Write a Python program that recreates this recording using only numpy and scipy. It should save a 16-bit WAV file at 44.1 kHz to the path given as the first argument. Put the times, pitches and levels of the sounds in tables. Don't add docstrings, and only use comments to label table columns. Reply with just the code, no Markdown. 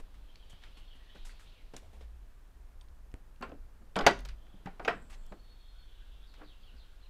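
import sys
import numpy as np
from scipy import signal
from scipy.fft import rfft, irfft
from scipy.io import wavfile
from scipy.ndimage import uniform_filter1d

SR = 44100
rng = np.random.default_rng(int(sys.argv[2]) if len(sys.argv) > 2 else 0)


def generate_wav(signal):
    frames = np.transpose(np.atleast_2d(signal))
    scaled = np.clip(frames, -1, 1) * 32767
    pcm = np.round(scaled).astype(np.int16)
    wavfile.write(sys.argv[1], SR, pcm)


def elevation(decibels):
    levels = np.asarray(decibels, float)
    return 10 ** (levels / 20)


N = 312669


def rms_one(x):
    return x / np.sqrt(np.mean(x ** 2) + 1e-20)


def at_hz(points, hz):
    table_hz, values = np.transpose(points)
    return np.interp(np.log(hz), np.log(table_hz), values)


def band(x, low_hz, high_hz):
    return signal.sosfilt(signal.butter(2, [low_hz, high_hz], "band", fs=SR, output="sos"), x)


def add(out, start_s, sound):
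    i = round(start_s * SR)
    out[i:i + len(sound)] += sound[:N - i]


def sine(hz):
    return np.sin(2 * np.pi * np.cumsum(hz, axis=-1) / SR)


def tail(x, t60_s, cut_hz):
    t = np.arange(round(SR * 0.8)) / SR
    onset = np.minimum(t / 0.016, 1)
    echoes = band(rng.standard_normal(len(t)), 80, cut_hz) * elevation(-60 * t / t60_s) * onset
    return signal.fftconvolve(x, echoes / np.sqrt(np.sum(echoes ** 2)))[:N]


def swells():
    # t/s, length/s, f/Hz, level/dB
    hums = [(0, 0.069, 18.6, -40), (0.101, 0.27, 48, -54), (0.602, 0.35, 28, -48),
            (1.098, 0.29, 25.6, -44.5), (1.2, 0.24, 51, -64), (1.497, 0.28, 27.5, -50),
            (1.8, 0.6, 52, -48.5), (2.349, 0.42, 61, -58), (2.496, 0.44, 29.5, -52.5),
            (2.649, 0.55, 55, -54.5), (3.35, 0.44, 56, -56.5), (3.498, 0.2, 26, -48.5),
            (4.015, 0.055, 12, -29), (4.04, 0.41, 48, -41.5), (4.214, 0.177, 25.2, -43),
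            (4.12, 0.29, 140, -61), (1.781, 0.17, 72, -58), (4.599, 0.26, 24, -45.5),
            (4.851, 0.49, 49, -57), (4.951, 0.49, 24.7, -46), (5.551, 1.12, 38.7, -53),
            (6.599, 0.38, 53.6, -55.5)]
    wobble_share = 0.12
    out = np.zeros(N)
    for start_s, length_s, hz, db in hums:
        t = np.arange(round(length_s * SR)) / SR
        waver = rms_one(band(rng.standard_normal(3 * SR), 1, 8)[SR:])[:len(t)]
        swell = np.sin(np.pi * t / length_s) ** 2
        add(out, start_s, elevation(db + 3) * swell * sine(hz * (1 + wobble_share * waver)))
    return out


def outdoors():
    rumble_db = (-52, -60.5, -69)
    # t/s, far traffic level/dB, far bird chorus level/dB
    air_levels = [(0, -68.5, -76.5), (.6, -70, -70.5), (1.0, -70, -72), (1.2, -70.5, -68.5),
                  (1.5, -69.5, -69), (1.7, -70, -74.5), (2.1, -71, -82), (3, -70.5, -91), (4, -69.5, -87),
                  (4.6, -67.5, -77.5), (5.2, -66.5, -78), (5.7, -73.5, -76.5), (6.301, -70.5, -74.5),
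                  (6.8, -71.5, -73.5), (7.09, -72.5, -76)]
    # f/Hz, density/(dB per Hz)
    air_colour = [(59, -31.5), (100, -6.5), (146, -7.5), (314, -13), (1050, -17.5), (1820, -21),
                  (2020, -24.5), (3510, -30.5), (14800, -36), (15800, -36)]
    t = np.arange(N) / SR
    out = swells()
    for (low_hz, high_hz), db in zip([(12, 35), (41, 58.4), (60, 100)], rumble_db):
        noise = rng.standard_normal(N + SR)
        hum = rms_one(band(band(noise, low_hz, high_hz), low_hz, high_hz)[SR:])
        swing = np.sqrt(np.abs(uniform_filter1d(hum ** 2, size=2000)))
        out += elevation(db) * rms_one(hum / (swing + 0.5))
    colour_db = at_hz(air_colour, np.linspace(1, SR / 2, 2 ** 18 + 1))
    hiss = irfft(rfft(rng.standard_normal(2 ** 19)) * elevation(colour_db))[:N]
    air_s, traffic_db, chorus_db = np.transpose(air_levels)
    traffic = signal.sosfilt(signal.butter(2, 2200, fs=SR, output="sos"), hiss)
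    air = elevation(np.interp(t, air_s, traffic_db)) * traffic + elevation(-70) * (hiss - traffic)
    chorus = rms_one(band(rng.standard_normal(N), 2300, 4200))
    return out + air / np.std(band(hiss, 180, 1500)) + elevation(np.interp(t, air_s, chorus_db)) * chorus


def songs():
    # t/s, level/dB
    trill_notes = [
        (.05, -83),
        (.15, -82),
        (0.28, -67),
        (.395, -66),
        (0.486, -63.5),
        (.626, -66),
        (0.751, -66),
        (.879, -62),
    ]
    # t/s, length/s, top f/Hz, end f/Hz, level/dB
    chirps = [(1.5, 0.09, 4100, 2700, -74), (6.27, .13, 4600, 2800, -68), (6.445, 0.094, 4300, 2800, -65),
              (6.626, 0.08, 3400, 2700, -64.5), (6.764, .085, 4900, 2950, -65.5),
              (7.004, 0.045, 4300, 3900, -69), (6.27, .07, 5000, 4200, -75), (6.44, .06, 4800, 4000, -72),
              (6.62, .08, 4500, 3900, -76), (6.79, .07, 3900, 2900, -72), (6.5, .07, 3300, 2600, -72),
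              (7.01, .06, 3500, 2600, -72)]
    # t/s, length/s, start f/Hz, end f/Hz, level/dB
    far_notes = [(1.081, 0.061, 3100, 3290, -63), (1.1, .14, 3630, 3630, -73),
                 (0.931, 0.21, 1865, 1796, -71.5), (1.252, 0.091, 4460, 4480, -69),
                 (1.46, 0.039, 2830, 4190, -64), (1.521, 0.11, 2900, 2104, -69),
                 (4.369, 0.24, 3260, 3357, -74.5), (4.894, 0.44, 7980, 7400, -76),
                 (5.22, 0.077, 3340, 3180, -73), (5.44, 0.091, 3710, 3490, -72),
                 (5.556, .3, 3540, 3380, -70), (5.858, 0.19, 3266, 3176, -69.5),
                 (6.08, 0.19, 3315, 3320, -71), (6.6, 0.089, 4700, 4120, -76),
                 (6.68, 0.097, 1410, 1502, -74), (6.83, 0.12, 1384, 1560, -74.5),
                 (6.2, .06, 3690, 3510, -70.5), (5.87, .3, 3750, 3650, -75), (5.9, .3, 2900, 2850, -75),
                 (1.1, .16, 3150, 3200, -71), (5.72, .15, 1400, 1450, -76), (5.9, .2, 1600, 1550, -75),
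                 (6.22, .08, 1500, 1450, -75), (.5, .5, 3500, 3400, -76), (.6, .45, 2850, 2800, -76),
                 (1.13, .12, 3950, 3900, -73)]
    trill_hz, note_s, grows_s_per_s, slide_hz_per_s = 3150, 0.0354, 0.0413, 657
    clear_share = 0.55
    trill = []
    for start_s, db in trill_notes:
        start_hz = trill_hz + 0.442 * slide_hz_per_s * start_s
        end_hz = trill_hz - 0.417 * slide_hz_per_s * start_s
        trill.append((start_s, note_s + grows_s_per_s * start_s, start_hz, end_hz, db))
    return [(*note, clear_share) for note in trill + chirps] + [(*note, 1) for note in far_notes]


def whistles():
    # t/s, f/Hz, level/dB
    pips = [(.36, 4520, -72), (.46, 4580, -72), (.606, 4420, -74), (.745, 4360, -67.5), (.875, 4345, -70),
            (1.03, 4330, -79), (5.189, 4340, -77), (5.295, 4370, -71.5), (5.391, 4370, -64),
            (5.492, 4360, -62.5), (5.6, 4330, -66), (5.68, 4250, -66.5), (5.783, 4336, -64),
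            (5.912, 4315, -73)]
    t60_s, wobble_hz, sag_hz_per_s = 0.2, 22, 250
    out, t = np.zeros(N), np.arange(8000) / SR
    for start_s, hz, db in pips:
        wobble, flutter = rms_one(band(rng.standard_normal((2, SR // 2)), 12.7, 150))[:, -len(t):]
        pitch_hz = hz - sag_hz_per_s * t + wobble_hz * wobble
        envelope = elevation(db - 60 * t / t60_s) * np.minimum(t / 0.0044, 1)
        add(out, start_s, envelope * (1 + 0.22 * flutter) * sine(pitch_hz))
    return out


def birds():
    warble_of_pitch, warble_of_slide = 0.065, 0.17
    trees_t60_s = 0.43
    out = whistles()
    for start_s, length_s, start_hz, end_hz, db, share in songs():
        slide_hz = end_hz - start_hz
        depth_hz = share * (warble_of_pitch * end_hz + warble_of_slide * abs(slide_hz))
        t = np.arange(round(length_s * SR)) / SR
        warble = rms_one(band(rng.standard_normal((2, SR)), 39.2, 200))[:, :len(t)]
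        throb = elevation(3 * rms_one(band(rng.standard_normal(SR), 10, 40))[-len(t):])
        split = [[0.6], [-0.6]]
        hz = start_hz + slide_hz * t / length_s + depth_hz * (0.4 * warble + split)
        envelope = np.sin(np.pi * t / length_s) ** 0.086
        add(out, start_s, elevation(db - 5) * throb * envelope * sine(hz).sum(0))
    return out + tail(out, trees_t60_s, 13000) * elevation(-4)


def grit():
    # t/s, peak level/dB, below 900 Hz re/dB, 2.3-8.9 kHz re/dB, half length/ms
    scuffs = [(0.0, -45.5, 3, -8, 9.3), (0.141, -53.5, -30, -13, 25), (0.496, -51.5, -10, 0, 28),
              (0.5294, -61, -5, -18, 100), (0.618, -52, -22, -26, 80), (0.769, -48, -7, -12, 34),
              (0.9534, -55, -25, -10, 21), (1.148, -51, 1.5, -15, 36), (1.248, -46, -15, 0, 51),
              (1.2935, -55.5, -7, -34, 61), (1.393, -54.5, -35, 0, 57), (1.736, -44, 5.5, -16, 18.7),
              (1.763, -42.5, -7, -9, 27), (1.819, -58, 3.5, -8, 71), (1.9265, -56.5, 2.5, -8, 80),
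              (2.0074, -50.5, 3, -25, 20.5), (2.0294, -63, -16, -17, 47), (5.0973, -46.5, -20, -7, 44),
              (5.128, -50.5, -17, -17.5, 23), (6.379, -60, 5, -17, 35)]
    out = np.zeros(N)
    cracks = rng.standard_normal(N) * elevation(2 * rng.exponential(1, N))
    for start_s, db, low_db, top_db, length_ms in scuffs:
        phase = np.linspace(0, 1, int(length_ms * SR / 500))
        swell = np.minimum(phase / 0.025, 1) * elevation(-26 * phase ** 1.7)
        piece = cracks[round(start_s * SR):][:len(phase)]
        low = elevation(low_db + 3.5) * rms_one(band(piece, 140, 780))
        middle = rms_one(band(piece, 510, 3340))
        top = elevation(top_db - 0.5) * rms_one(band(piece, 2300, 8900))
        add(out, start_s, elevation(db - 11.5) * swell * (low + middle + top))
    return out


def thuds():
    # t/s, peak level/dB, f/Hz, t60/s
    pushes = [(0.241, -72, 96.9, 0.1), (0.533, -47, 125, 0.064), (0.953, -57, 259, 0.16),
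              (1.157, -49, 198, 0.098), (1.737, -49, 134, 0.12), (2.005, -55, 91.5, 0.13),
              (3.141, -32.5, 70, 0.038), (3.409, -41.5, 238, 0.24), (3.491, -40, 257, 0.066),
              (3.524, -43.5, 287, 0.12), (3.814, -55, 227, 0.25), (3.962, -29, 187, 0.23),
              (4.008, -38, 212, 0.18), (4.068, -34, 270, 0.2), (4.542, -44, 189, 0.081),
              (4.6588, -32.5, 180, 0.1), (4.797, -45.5, 154, 0.085), (4.847, -44, 232, 0.08),
              (5.316, -43.5, 196, 0.11), (6.413, -47.5, 303, 0.21), (6.74, -54.5, 248, 0.13)]
    out, t = np.zeros(N), np.arange(9000) / SR
    for start_s, db, hz, t60_s in pushes:
        modes = [(1, 1), (0.31, 1.45), (0.28, 0.8)]
        swing = sum(gain * np.sin(2 * np.pi * ratio * hz * t) for gain, ratio in modes)
        add(out, start_s, elevation(db - 3.5 - 60 * t / t60_s) * swing)
    return out


def ticks():
    # t/s, peak level/dB, mode f/Hz, mode f/Hz
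    hard_taps = [(0.3566, -41.5, 2360, 4540), (1.765, -35, 4960, 7060), (2.811, -44.5, 3140, 4600),
                 (2.8853, -55, 2850, 4280), (3.116, -57, 2800, 5270), (3.3595, -55, 2660, 3830),
                 (3.414, -48, 2110, 2900), (3.424, -38, 2770, 4460), (3.493, -58, 4830, 6500),
                 (3.518, -46, 2000, 2620), (3.957, -28, 2500, 3300), (3.965, -36, 3180, 8500),
                 (3.9886, -24, 3140, 4880), (4.009, -30, 3300, 1620), (4.0665, -6, 1704, 4330),
                 (4.067, -15, 2600, 3380), (4.110, -30, 3920, 4600), (4.190, -48, 5900, 8004),
                 (4.205, -55, 9000, 12000), (4.251, -43, 4400, 6600), (4.278, -50, 3000, 3500),
                 (4.287, -39.5, 2500, 5020), (4.658, -50, 3860, 6600), (4.672, -40, 2300, 2900),
                 (4.797, -48.5, 3360, 4150), (4.8486, -28, 2220, 3100), (4.879, -31, 3590, 3900),
                 (5.2644, -56, 5500, 11000), (4.886, -39, 3300, 4200), (3.411, -57, 8000, 12000),
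                 (4.849, -53, 11000, 14000), (4.0396, -43, 2360, 2100), (4.258, -54, 12000, 15000),
                 (6.3395, -52, 1500, 3600)]
    # t/s, peak level/dB, f/Hz
    snaps = [(3.141, -33.5, 267), (3.141, -33, 1900), (3.141, -30, 7300), (3.9652, -14, 524),
             (3.9693, -20, 700), (4.0672, -10, 800), (4.0645, -13, 450), (4.0652, -9, 1650),
             (4.0672, -9, 1700), (4.0716, -12, 450), (4.8808, -16.5, 1600)]
    tick_t60_s, tick_rise_s = 0.014, 0.00058
    snap_t60_cycles, snap_rise_s = 3.5, 0.00015
    out, t = np.zeros(N), np.arange(1500) / SR
    for start_s, db, *modes_hz in hard_taps:
        pair = sum(np.sin(2 * np.pi * hz * t) for hz in modes_hz)
        grain = sum(band(rng.standard_normal(len(t)), 0.7 * hz, 1.263 * hz) for hz in modes_hz)
        envelope = elevation(db - 9 - 60 * t / tick_t60_s) * (1 - np.exp(-t / tick_rise_s))
        add(out, start_s, envelope * (pair + 3 * grain))
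    for start_s, db, hz in snaps:
        envelope = elevation(db - 60 * t * hz / snap_t60_cycles) * np.minimum(t / snap_rise_s, 1)
        add(out, start_s, envelope * np.sin(2 * np.pi * hz * t))
    return out


def scrapes():
    # t/s, length/s, level/dB, low f/Hz, high f/Hz
    drags = [
        (3.99, .03, -34, 350, 1400),
        (4.035, .03, -41, 350, 2400),
        (4.825, .024, -69, 3000, 11000),
        (5.105, .05, -61, 1300, 7000),
        (6.39, .03, -56, 300, 1800),
        (3.41, .016, -50, 300, 1800),
        (4.652, .02, -54, 400, 2500),
    ]
    grows_db, grain_db = 6, 3
    out = np.zeros(N)
    for start_s, length_s, db, low_hz, high_hz in drags:
        slips = rng.standard_normal(4000) * elevation(grain_db * rng.exponential(1, 4000))
        rasp = rms_one(band(band(slips, low_hz, high_hz), low_hz, high_hz))
        phase = np.linspace(0, 1, round(length_s * SR))
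        swell = np.sin(np.pi * phase) ** 0.3 * elevation(grows_db * (phase - 1))
        add(out, start_s, elevation(db) * swell * rasp[:len(phase)])
    return out


def clangs():
    # t/s, peak level/dB, f/Hz, t60/ms
    iron_notes = [(2.812, -61, 8650, 60), (2.815, -62, 1000, 80), (3.426, -35, 1052, 83), (3.425, -44, 2713, 85),
                  (3.434, -41, 1400, 76), (3.425, -53, 4500, 66), (3.429, -62, 7900, 80), (3.967, -26, 1330, 70),
                  (3.964, -32, 640, 80), (3.962, -32, 480, 87), (3.97, -38, 3200, 40), (3.990, -35, 4900, 30),
                  (3.991, -43, 6690, 25), (4.066, -9.5, 705, 65), (4.067, -11.5, 810, 75),
                  (4.0655, -11.5, 1670, 55), (4.065, -18, 445, 50), (4.067, -19, 563, 90),
                  (4.068, -18.5, 940, 79), (4.068, -23, 1400, 60), (4.07, -30, 1480, 70), (4.07, -23, 1600, 69),
                  (4.0655, -21, 3020, 40), (4.076, -28, 4370, 60), (4.671, -32, 790, 60), (4.8, -45, 1100, 60),
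                  (4.848, -35, 764, 69), (4.85, -52, 6600, 63), (4.88, -26, 594, 93), (4.8795, -22, 1580, 45),
                  (4.877, -25, 450, 60), (4.888, -25, 700, 85), (4.882, -30.5, 996, 106), (4.879, -26, 1900, 68),
                  (4.88, -26, 2430, 41), (4.879, -28.5, 2600, 61), (4.881, -32, 3200, 40),
                  (4.89, -55.5, 5300, 140),
                  (3.958, -32, 3000, 25), (3.974, -31, 1150, 60), (3.9887, -28, 3030, 25),
                (3.995, -33, 1373, 100), (3.996, -34, 781, 150), (4.008, -35, 431, 120),
                (4.009, -39, 3359, 30), (4.0, -34, 1130, 70), (4.043, -34, 781, 100),
                (4.044, -39, 1400, 70), (4.075, -24, 1960, 90), (4.078, -25, 1130, 110),
                (4.1, -29, 1502, 90), (4.105, -31, 398, 200), (4.1, -31, 1949, 90), (4.105, -41, 4737, 40),
                (4.0655, -24, 6374, 35), (4.067, -27, 5582, 35), (4.067, -23, 3850, 35),
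                (4.66, -45, 2000, 40), (4.849, -34, 2500, 30), (4.851, -42, 1400, 50),
                (4.85, -48, 5800, 40), (4.908, -40, 398, 80), (4.915, -41, 1200, 70)]
    rise_s, chatter_share, chatter_top_hz = 0.0015, 0.45, 300
    out, t = np.zeros(N), np.arange(9000) / SR
    notes = iron_notes
    shakes = rms_one(band(rng.standard_normal((len(notes), len(t))), 40, chatter_top_hz))
    for (start_s, db, hz, t60_ms), shake in zip(notes, shakes):
        envelope = elevation(db - 1.5 - 60000 * t / t60_ms) * (1 - np.exp(-t / rise_s))
        add(out, start_s, envelope * (1 + chatter_share * shake) * np.sin(2 * np.pi * hz * t))
    return out


def door():
    # t/s, peak level/dB, oak <900 Hz re/dB, top >3 kHz re/dB, ring-on/(0-1.5)
    knocks = [(3.4093, -45.5, 1, -20, 1), (3.4253, -33, -5, -18, 0.8), (3.4942, -51, 7, -21, 1),
              (3.8174, -63.5, 2.5, -11, 1), (3.9572, -28, -4, -14, 1), (3.9641, -23.5, -1, -24, 0.7),
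              (3.988, -29, -2, -18, 0.65), (4.0082, -25.5, -3, -17, 1), (4.0644, -8.5, -6.5, -5, .47),
              (4.1074, -33, 0, -22, 0.6), (4.1894, -42.5, -16.5, -5, 0.67), (4.25, -41, -8, 0, 0.5),
              (4.2875, -45, -29, -4, 0.56)]
    swing_knocks = [(4.5407, -66, 8, -10, 0.62), (4.659, -40.5, -9, -18, 0.86), (4.6712, -47, 8, -20, 0.4),
                    (4.796, -35, -3.5, -32, 0.7), (4.8485, -32, -3, -13, 0.6), (4.878, -19, -8, -22, 0.7),
                    (4.8906, -36, -2, -18, 0.9), (4.915, -38, -8, -24, 0.85), (5.3204, -43, 5, -18, 0.4),
                    (6.4145, -46, -5.5, -34, 0.53), (6.433, -48.5, -2, -19.5, 0.32),
                    (6.7409, -61, -5, -10, .65)]
    # t/s, peak level/dB, oak re/dB, top re/dB
    light_taps = [
        (.5277, -50, -9, -12),
        (.636, -46, -18, -7),
        (1.1573, -48, -22, -32),
        (1.2924, -46.5, -28, -18),
        (1.395, -49, -33, -35),
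        (3.1412, -53.5, 1, -20),
        (3.517, -45.5, 11, -28),
        (4.4662, -56, -11, -12),
        (6.339, -48.5, -17, -4.5),
    ]
    # f/Hz, level/dB, t60/s
    latch_modes = [(390, -19, 0.2), (543.6, -6, 0.21), (668, -7, 0.38), (693, -7, 0.17), (790, -3.5, 0.1),
                   (960, -15.5, 0.059), (1515, -13.5, 0.22), (1534, -5, 0.16), (2140, -14, 0.16),
                   (2070, -21, 0.23), (2375, -20, 0.14), (2920, -19, 0.21), (3630, -6.5, 0.048),
                   (3850, -34, 0.64), (3900, -30.5, 0.44), (4094, -18, 0.13), (4420, -21, 0.14),
                   (4474, -25.5, 0.18), (4450, -29, 0.19), (4714, -34, 0.16), (4970, -27.5, 0.16),
                   (5870, -37, 0.092), (6600, -31, 0.13), (6800, -22.5, 0.23)]
    # f/Hz, density/(dB per Hz)
    plank_colour = [(59, -53), (100, -21), (438, -3), (614, -8), (682, -2), (808, -8.5), (1310, -5.5),
                    (1690, -9.5), (2370, -11), (4460, -16), (15500, -53.5)]
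    # f/Hz, t60/s
    plank_t60 = [(120, 0.93), (500, .2), (2000, 0.3), (6000, 0.17), (14000, 0.18)]
    rattle_ms, tap_ms, tap_ring = 6.3, 1.9, 0.61
    edges_hz = 100 * 2 ** np.arange(0, 7.4, 0.33)
    band_hz = np.sqrt(edges_hz[1:] * edges_hz[:-1])
    out, t = np.zeros(N), np.arange(10000) / SR
    hz, mode_db, t60_s = np.transpose(latch_modes)[:, :, None]
    hits = np.array(knocks + swing_knocks + [(*tap, tap_ring) for tap in light_taps])
    spans_ms = np.full(len(hits), rattle_ms)
    spans_ms[-len(light_taps):] = tap_ms
    ring = hits[:, -1:]

    contacts = np.zeros((len(hits), 900))
    steps = np.linspace(0, 1, 12)
    for row, span_ms in zip(contacts, spans_ms):
        lags = (steps * span_ms * SR / 1000).astype(int)
        row[lags] = np.r_[1.9, rng.standard_normal(11)] * elevation(-6 * steps)
    crack_power = signal.fftconvolve(contacts ** 2, elevation(17.5 - 120 * t / 0.0077)[None], axes=1)
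    cracks = np.sqrt(np.abs(crack_power[:, :len(t)]))
    padded = np.pad(contacts, [(0, 0), (0, len(t) - 900)])
    fed = np.sqrt(np.cumsum(padded ** 2, axis=1))
    fed = uniform_filter1d(fed, size=31, origin=15, mode="constant")

    white = rng.standard_normal((len(hits), 2, len(t)))
    planks = []
    for k, (low_hz, high_hz) in enumerate(zip(edges_hz, edges_hz[1:])):
        dying = cracks + fed * elevation(-60 * t / (ring * at_hz(plank_t60, band_hz[k])))
        rows = band(white[:, k % 2] * dying, low_hz, high_hz)
        due = (dying ** 2).sum(1) * 2 * (high_hz - low_hz) / SR
        planks.append(rows * np.sqrt(due / (rows ** 2).sum(1))[:, None])

    for k, (start_s, db, oak_db, top_db, _) in enumerate(hits):
        tilt = [(550, oak_db + 6), (1700, 0.003), (5500, top_db + 7.5), (13000, 0.75 * top_db + 14.5)]
        strength, detune = rng.standard_normal((2, len(hz), 1))
        strength_db = mode_db + at_hz(tilt, hz) + 3 * strength
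        pitch_hz = hz * (1 + 0.008 * detune)
        decay_db = 60 * t / (np.minimum(t60_s, 0.075) * ring[k])
        iron = (elevation(strength_db - decay_db) * np.sin(2 * np.pi * pitch_hz * t)).sum(0)
        plank_gains = elevation(at_hz(plank_colour, band_hz) + at_hz(tilt, band_hz))
        wood = sum(gain * rows[k] for gain, rows in zip(plank_gains, planks))
        knock = fed[k] * iron + elevation(20) * wood
        peak = np.abs(band(knock[:2000], 900, 3000)).max()
        add(out, start_s, knock * elevation(db - 2.5) / peak)
    return out


def scene():
    porch_t60_s, porch_db = 0.28, -19
    near = grit() + thuds() + ticks() + scrapes() + clangs() + door()
    porch = elevation(porch_db) * tail(near, porch_t60_s, 10000)
    return (outdoors() + birds() + near + porch)[None]


def roll_off(x):
    return signal.sosfilt(signal.butter(12, 15930, fs=SR, output="sos"), x)


def record(dry):
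    mix = signal.sosfilt(signal.cheby2(10, 60, 16700, fs=SR, output="sos"), dry)
    return roll_off(mix)


dry = scene()
out = record(dry)
generate_wav(out)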